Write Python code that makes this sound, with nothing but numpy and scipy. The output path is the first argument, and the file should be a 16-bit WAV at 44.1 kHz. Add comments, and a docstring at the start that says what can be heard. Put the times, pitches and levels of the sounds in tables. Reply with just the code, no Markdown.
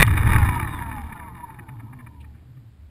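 """Outdoors at ground level, on the microphone of a camera fixed to a small drone's frame, close and dry.
The drone knocks down and its motors coast to a stop. The nearest rotor cogs ever slower, its orders
gliding down through the frame's resonances; the frame hums, bearings rattle, a rotor rubs, plastic snaps
and the propeller wash dies away. The camera holds each sample of a slow converter, which mirrors the
sound into the treble."""
import sys
import numpy as np
from scipy.fft import rfft, irfft, next_fast_len
from scipy.io import wavfile
from scipy.ndimage import map_coordinates

SR = 44100
rng = np.random.default_rng(int(sys.argv[2]) if len(sys.argv) > 2 else 0)


def to_wav(sig):
    """Store sig (one row per channel, or 1-D mono) as 16-bit WAV at the path in sys.argv[1].

    Samples outside -1..1 are clipped; the rate is SR.
    """
    pcm = np.clip(np.atleast_2d(sig), -1, 1) * 32767
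    pcm = np.round(pcm).astype(np.int16)
    wavfile.write(sys.argv[1], SR, pcm.T)  # frames by channels


N = 127890
T = np.arange(N) / SR

# the rotor coasting down (time [s], speed [turns/s])
ROTOR_SPEED = [(0, 45.5), (.22, 38), (.36, 30.8), (.55, 26.7), (.7, 21.7), (.85, 19.4), (1.0, 16.84),
               (1.2, 14.1), (1.42, 11.4), (1.61, 9.78), (1.85, 7.72), (2.13, 5.96), (2.35, 4.82),
               (2.6, 3.39), (2.9, 1.75)]
# fade of the bearing rattle (time [s], relative level [dB])
RATTLE_FADE = [(0.04, -34), (0.22, -34), (0.37, -30), (0.59, -42), (0.77, -43.5), (1.12, -53), (1.5, -59.5),
               (2.37, -73), (2.9, -89.5)]
# resonances of the shell (frequency [Hz], gain [dB])
SHELL_RESPONSE = [(200, 1), (520, -24.5), (750, -13), (930, 0), (1080, -8), (1250, 1), (1400, -10.5),
                  (1560, -3.5), (1650, -4.5), (1780, 5.5), (2030, -9), (2250, 0), (2480, -6), (2620, -33),
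                  (2820, -8.5), (3150, -31), (3650, -9), (4300, -49), (4900, -24.5), (5900, -52)]


def amp(db):
    """Decibels to gain."""
    return 10 ** (np.asarray(db) / 20)


def unit(x):
    """Scale to rms 1."""
    return x / np.sqrt(np.mean(x ** 2) + 1e-20)


def curve(rows, column=1):
    """One value per sample from a column of a time table."""
    rows = np.array(rows)
    return np.interp(T, rows[:, 0], rows[:, column])


def gain(points, hz):
    """Gain at hz from (frequency [Hz], gain [dB]) points on a log axis."""
    f, db = np.transpose(points)
    return amp(np.interp(np.log(hz + 1), np.log(f), db))


def wobble(rate):
    """A smooth random curve, rate knots a second."""
    return map_coordinates(rng.standard_normal(400), [T * rate], mode="wrap")


def filtered(x, response):
    """Filter x by a function of frequency."""
    size = next_fast_len(N + SR // 2)
    return irfft(rfft(x, size) * response(np.fft.rfftfreq(size, 1 / SR)), size)[:N]


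def coloured(x, colour):
    """Shape x by (frequency [Hz], gain [dB]) points, at rms 1."""
    return unit(filtered(x, lambda hz: gain(colour, hz)))


def noise(colour):
    """Noise of rms 1, shaped by (frequency [Hz], gain [dB]) points."""
    return coloured(rng.standard_normal(N), colour)


def swell(start, rise):
    """A brief rise and fall that peaks rise seconds after its start."""
    u = np.maximum(T - start, 0) / rise
    return u ** 2 * np.exp(1 - u ** 2)


def landing():
    """The frame hits the ground in a quick clatter over one low thump."""
    # ground contacts (time [s], relative level [dB], rise [s])
    knocks = [(.0005, -13.5, 0.0028), (.0078, -9.5, 0.0015), (0.0176, -12.5, 0.003), (.022, -12, 0.003),
              (0.027, -6, 0.0017)]
    # high and low rings of the frame (frequency [Hz], relative level [dB], t60 [s])
    knock_modes = [(1130, -1, 0.02), (1258.7, -13, 0.1), (1870, 0, 0.048), (2353.8, 2, 0.026),
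                   (3626, -1.5, 0.018)]
    thump_modes = [(45, -8, 0.092), (149.6, -12, 0.16)]
    crack = noise([(200, 4), (550, -9), (1100, -8), (1900, 3), (2700, -5.5), (3200, -12.5),
                   (3800, -24.5), (4500, -15), (6000, -26)])
    clatter = np.zeros(N)
    for start, db, rise in knocks:
        age = np.maximum(T - start, 0)
        ring = sum(amp(level - 60 * age / t60) * np.sin(2 * np.pi * hz * rng.normal(1, .0097) * age)
                   for hz, level, t60 in knock_modes)
        clatter += amp(db) * (.75 * crack * swell(start - .0005, rise) + .53 * ring)
    thump = sum(amp(db - 60 * T / t60) * np.sin(2 * np.pi * hz * T) for hz, db, t60 in thump_modes)
    return clatter + thump


def motor_whine():
    """Cogging orders fall through the frame's resonances; a lurch once a turn splits each line."""
    # strong orders of twelve slots and fourteen magnets (multiple of the shaft rate)
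    orders = [12, 14, 24, 28, 36, 48, 56, 60, 70, 84, 98, 112, 120, 132, 140, 154, 168]
    # strength of each of them (relative level [dB])
    orders_db = [-11.5, 0, -15, 0, 5, 5.5, -4.5, -1, 3, 6.5, 2, -6, -4, -4, -5.5, 2.5, 4]
    # how the frame passes the whine (frequency [Hz], gain [dB])
    frame_response = [(60, -18.5), (150, -4), (230, 0.5), (310, -2.5), (380, -18), (460, -15), (560, -30),
                      (660, -14.5), (720, -21.5), (830, -4), (930, 0.5), (1050, -7), (1150, -9.5),
                      (1260, -10.5), (1450, -17.5), (1750, -15.5), (2050, -22), (2300, -18.5),
                      (2700, -38.5), (4400, -58)]
    # swell and fade of the whine (time [s], relative level [dB])
    fade = [(0, -54), (.15, -29), (.32, -23.5), (.45, -27.5), (.57, -28.5), (.7, -34), (.83, -34),
            (1.05, -40), (1.25, -42.5), (1.45, -46), (1.7, -50), (1.9, -52), (2.15, -57.5), (2.45, -61),
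            (2.9, -69.5)]
    flutter, lurch_rad = .006, .012
    speed = curve(ROTOR_SPEED) * (1 + flutter * wobble(25))
    angle = 2 * np.pi * np.cumsum(speed) / SR
    angle += lurch_rad * np.sin(angle)
    strong, whine = dict(zip(orders, orders_db)), np.zeros(N)
    for k in sorted({*range(2, 130, 2), *range(1, 56, 2), *orders}):
        if k in strong:
            db = strong[k] + 2.5 * wobble(13.86) + 4.5 * wobble(70)  # slow shimmer, fast rasp
        else:
            db = rng.normal(-10, 2)
        whine += amp(db) * gain(frame_response, k * speed) * np.sin(k * angle + rng.uniform(0, 2 * np.pi))
    return amp(curve(fade) - 7.5) * whine


def bending_mode(levels, pitch, wander, shake):
    """One low mode of the frame hums; random shaking unsettles its level and phase."""
    hz = curve(pitch) * (1 + wander * wobble(30))
    phase = 2 * np.pi * np.cumsum(hz) / SR + rng.uniform(0, 2 * np.pi)
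    tone = (1 + shake * wobble(45)) * np.sin(phase) + shake * wobble(45) * np.cos(phase)
    return amp(curve(levels)) * unit(tone)


def frame_hum():
    """The frame under the microphone bends in two low modes."""
    # strength of each mode (time [s], relative level [dB])
    lower_db = [(0.04, -20), (0.06, -24), (0.46, -17), (0.52, -33), (0.54, -27), (0.87, -37.5), (0.92, -36),
                (1.04, -30), (1.15, -60), (1.2, -41.5), (2.01, -54), (2.27, -37), (2.59, -60.5),
                (2.87, -40), (2.9, -51.5)]
    upper_db = [(0.0, -17), (0.14, -18.5), (0.44, -17), (0.45, -25.5), (0.68, -32), (0.7, -34.5),
                (0.9, -36), (1.07, -50.5), (1.44, -52), (1.61, -35.5), (1.66, -57), (1.7, -37), (2.45, -51),
                (2.56, -37.5), (2.9, -67.5)]
    # pitch of each mode (time [s], frequency [Hz])
    lower_hz = [(0, 78.66), (.4, 72.9), (1.401, 75.99), (2.9, 73.29)]
    upper_hz = [(0, 127.8), (0.082, 99), (.45, 101.4), (0.621, 114.3), (0.999, 113.3), (1.58, 125.5),
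                (1.72, 124.9), (1.839, 108.1), (1.96, 124.3), (2.15, 110.8), (2.57, 124), (2.801, 101)]
    lower = bending_mode(lower_db, lower_hz, wander=.02, shake=.38)
    upper = bending_mode(upper_db, upper_hz, wander=.028, shake=.61)
    return amp(-4) * lower + amp(-3) * upper


def propeller_wash():
    """Air from the propellers rumbles at the microphone and dies away."""
    # strength of the wash (time [s], relative level [dB])
    fade = [(0.0, -58), (0.08, -25), (0.37, -23.5), (0.5, -29), (0.62, -34), (1.1, -45.5), (1.5, -55.5),
            (2.0, -54.5), (2.9, -62.5)]
    # its spectrum (frequency [Hz], gain [dB])
    colour = [(10, -4.5), (17, 4.5), (28, -4), (50, 3.5), (120, 6), (165, -4), (240, -13.5), (320, -10),
              (380, -20.5), (550, -28.5), (900, -33.5), (3000, -54.5)]
    return amp(curve(fade) + 2) * noise(colour)


def outdoor_air():
    """A faint, steady outdoor background."""
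    # spectrum of the air (frequency [Hz], gain [dB])
    colour = [(30, -9), (100, 3.5), (300, -8), (600, -13), (1200, -16), (2500, -20.5), (4800, -25),
              (6000, -35)]
    return amp(-62.5) * noise(colour)


def bearing_rattle(hits_per_s=870):
    """Dense small impacts in the bearings ring the shell."""
    hits = (rng.random(N) < hits_per_s / SR) * rng.standard_normal(N)
    return amp(curve(RATTLE_FADE) + .5 + 2.1 * wobble(60)) * coloured(hits, SHELL_RESPONSE)


def crackle(ticks_per_s=180, end_s=1.17):
    """Sparse sharp ticks while the rotors are still fast."""
    hits = (rng.random(N) < ticks_per_s / SR) * rng.uniform(.3, 1, N) * rng.choice([-1, 1], N)
    ticks = coloured(hits, [(1000, -8.5), (3500, 3.5), (6000, -19)])
    rattle_db = curve(RATTLE_FADE)
    db = rattle_db.max() + .65 * (rattle_db - rattle_db.max())  # fades more slowly than the rattle
    return amp(db - 25.5) * ticks * (T < end_s)


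def rotor_rubs():
    """A rotor rubs in passing and rings the shell; the rubs lengthen as it slows to 9 turns/s."""
    # contacts (time [s], relative level [dB])
    contacts = [(0.048, -19), (0.079, -10.5), (0.1047, -27), (0.141, -24.5), (0.175, -9), (0.195, -16),
                (0.2303, -22), (0.264, -22), (0.2728, -12), (0.3203, -15.5), (0.333, -9.5), (0.3616, -8),
                (0.383, -16.5), (0.4306, -17), (0.4482, -17), (0.4905, -13), (0.5292, -22), (0.55, -24),
                (0.577, -24.5), (0.5981, -14.5), (0.6287, -17.5), (0.649, -28), (0.675, -29),
                (0.7373, -25.5), (0.79, -26.5), (0.823, -23), (0.8643, -29), (0.897, -32.5), (0.9152, -26),
                (0.9275, -27), (0.9806, -26.5), (1.0375, -35), (1.1014, -40), (1.1255, -24.5),
                (1.1629, -33.5), (1.1954, -28), (1.231, -35), (1.3767, -36.5), (1.5019, -36.5),
                (1.5915, -32), (1.689, -31), (1.8006, -36.5), (1.931, -36.5), (1.9907, -39.5),
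                (2.003, -37.5), (2.068, -34.5), (2.2454, -43), (2.3506, -50.5), (2.5709, -52.5)]
    # treble lost in a soft contact (frequency [Hz], gain [dB])
    softness = [(2500, -2.5), (3600, -11), (5000, -8)]
    rise_turns = .045
    speed, rubs = curve(ROTOR_SPEED), np.zeros(N)
    hz = np.fft.rfftfreq(SR // 8, 1 / SR)
    for time, db in contacts:
        rise = rise_turns / max(np.interp(time, T, speed), 9) + .0047
        shift = 1 + .03 * rng.uniform(-.86, 1)  # the ring moves with the point of contact
        ring = gain(SHELL_RESPONSE, hz * shift) * gain(softness, hz)
        grain = unit(irfft(ring * np.exp(2j * np.pi * rng.random(len(hz)))))
        rubs += amp(db - 9.5) * swell(time - .73 * rise, rise) * np.resize(grain, N)
    return rubs


def plastic_snaps():
    """Short bright snaps of plastic while the frame still shakes."""
    # snaps (time [s], relative level [dB])
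    snaps = [(0.0664, -34), (0.2772, -37.5), (0.3334, -32.5), (0.3846, -35), (0.4475, -44), (0.4949, -41),
             (0.5532, -35), (0.5982, -42), (0.9643, -50), (0.9793, -62), (1.0169, -53), (1.0704, -56)]
    envelope = sum(amp(db - .5) * swell(time - .0005, rise=.0017) for time, db in snaps)
    return envelope * noise([(1500, -5.5), (3600, 2.5), (4300, -8.5), (5000, 0), (6000, -17)])


def squeal():
    """One thin falling squeal with a flickering level."""
    # its glide (time [s], frequency [Hz], level [dB])
    glide = [(.63, 4030, -62), (.69, 3760, -57.5), (.73, 3707, -49.5), (.775, 3500, -50.5),
             (.795, 3200, -60), (.81, 3100, -100)]
    tone = np.sin(2 * np.pi * np.cumsum(curve(glide)) / SR)
    return amp(curve(glide, column=2) + 1.7 * wobble(59.9)) * tone * (T > glide[0][0])


def click():
    """One small click late in the run-down."""
    burst = noise([(1500, -20), (2400, 4.5), (2900, 4.5), (4000, -5), (6000, -21.5)])
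    return amp(-58) * swell(start=2.195, rise=.017) * burst


def scene():
    """Everything meets at the one microphone on the frame, with no room."""
    mix = landing() + motor_whine() + frame_hum() + propeller_wash() + outdoor_air()
    mix += bearing_rattle() + crackle() + rotor_rubs() + plastic_snaps() + squeal() + click()
    return mix[None]


def record(dry):
    """Sample and hold mirrors the band around the converter's rate; then clipping and the band limit."""
    hold_hz, top_hz = 12000, 15600
    # the camera's tone (frequency [Hz], gain [dB])
    tone = [(9000, 1.5), (14000, 3.5), (14800, 0), (15600, -12)]
    low = filtered(dry[0], lambda hz: 1 / np.sqrt(1 + (2 * hz / hold_hz) ** 30))
    mirrored = low * (1 + 2 * np.cos(2 * np.pi * hold_hz * T))
    held = filtered(mirrored, lambda hz: np.sinc(hz / hold_hz) * gain(tone, hz))
    return filtered(np.clip(held, -1, 1), lambda hz: hz < top_hz)[None]


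dry = scene()
out = record(dry)
to_wav(out)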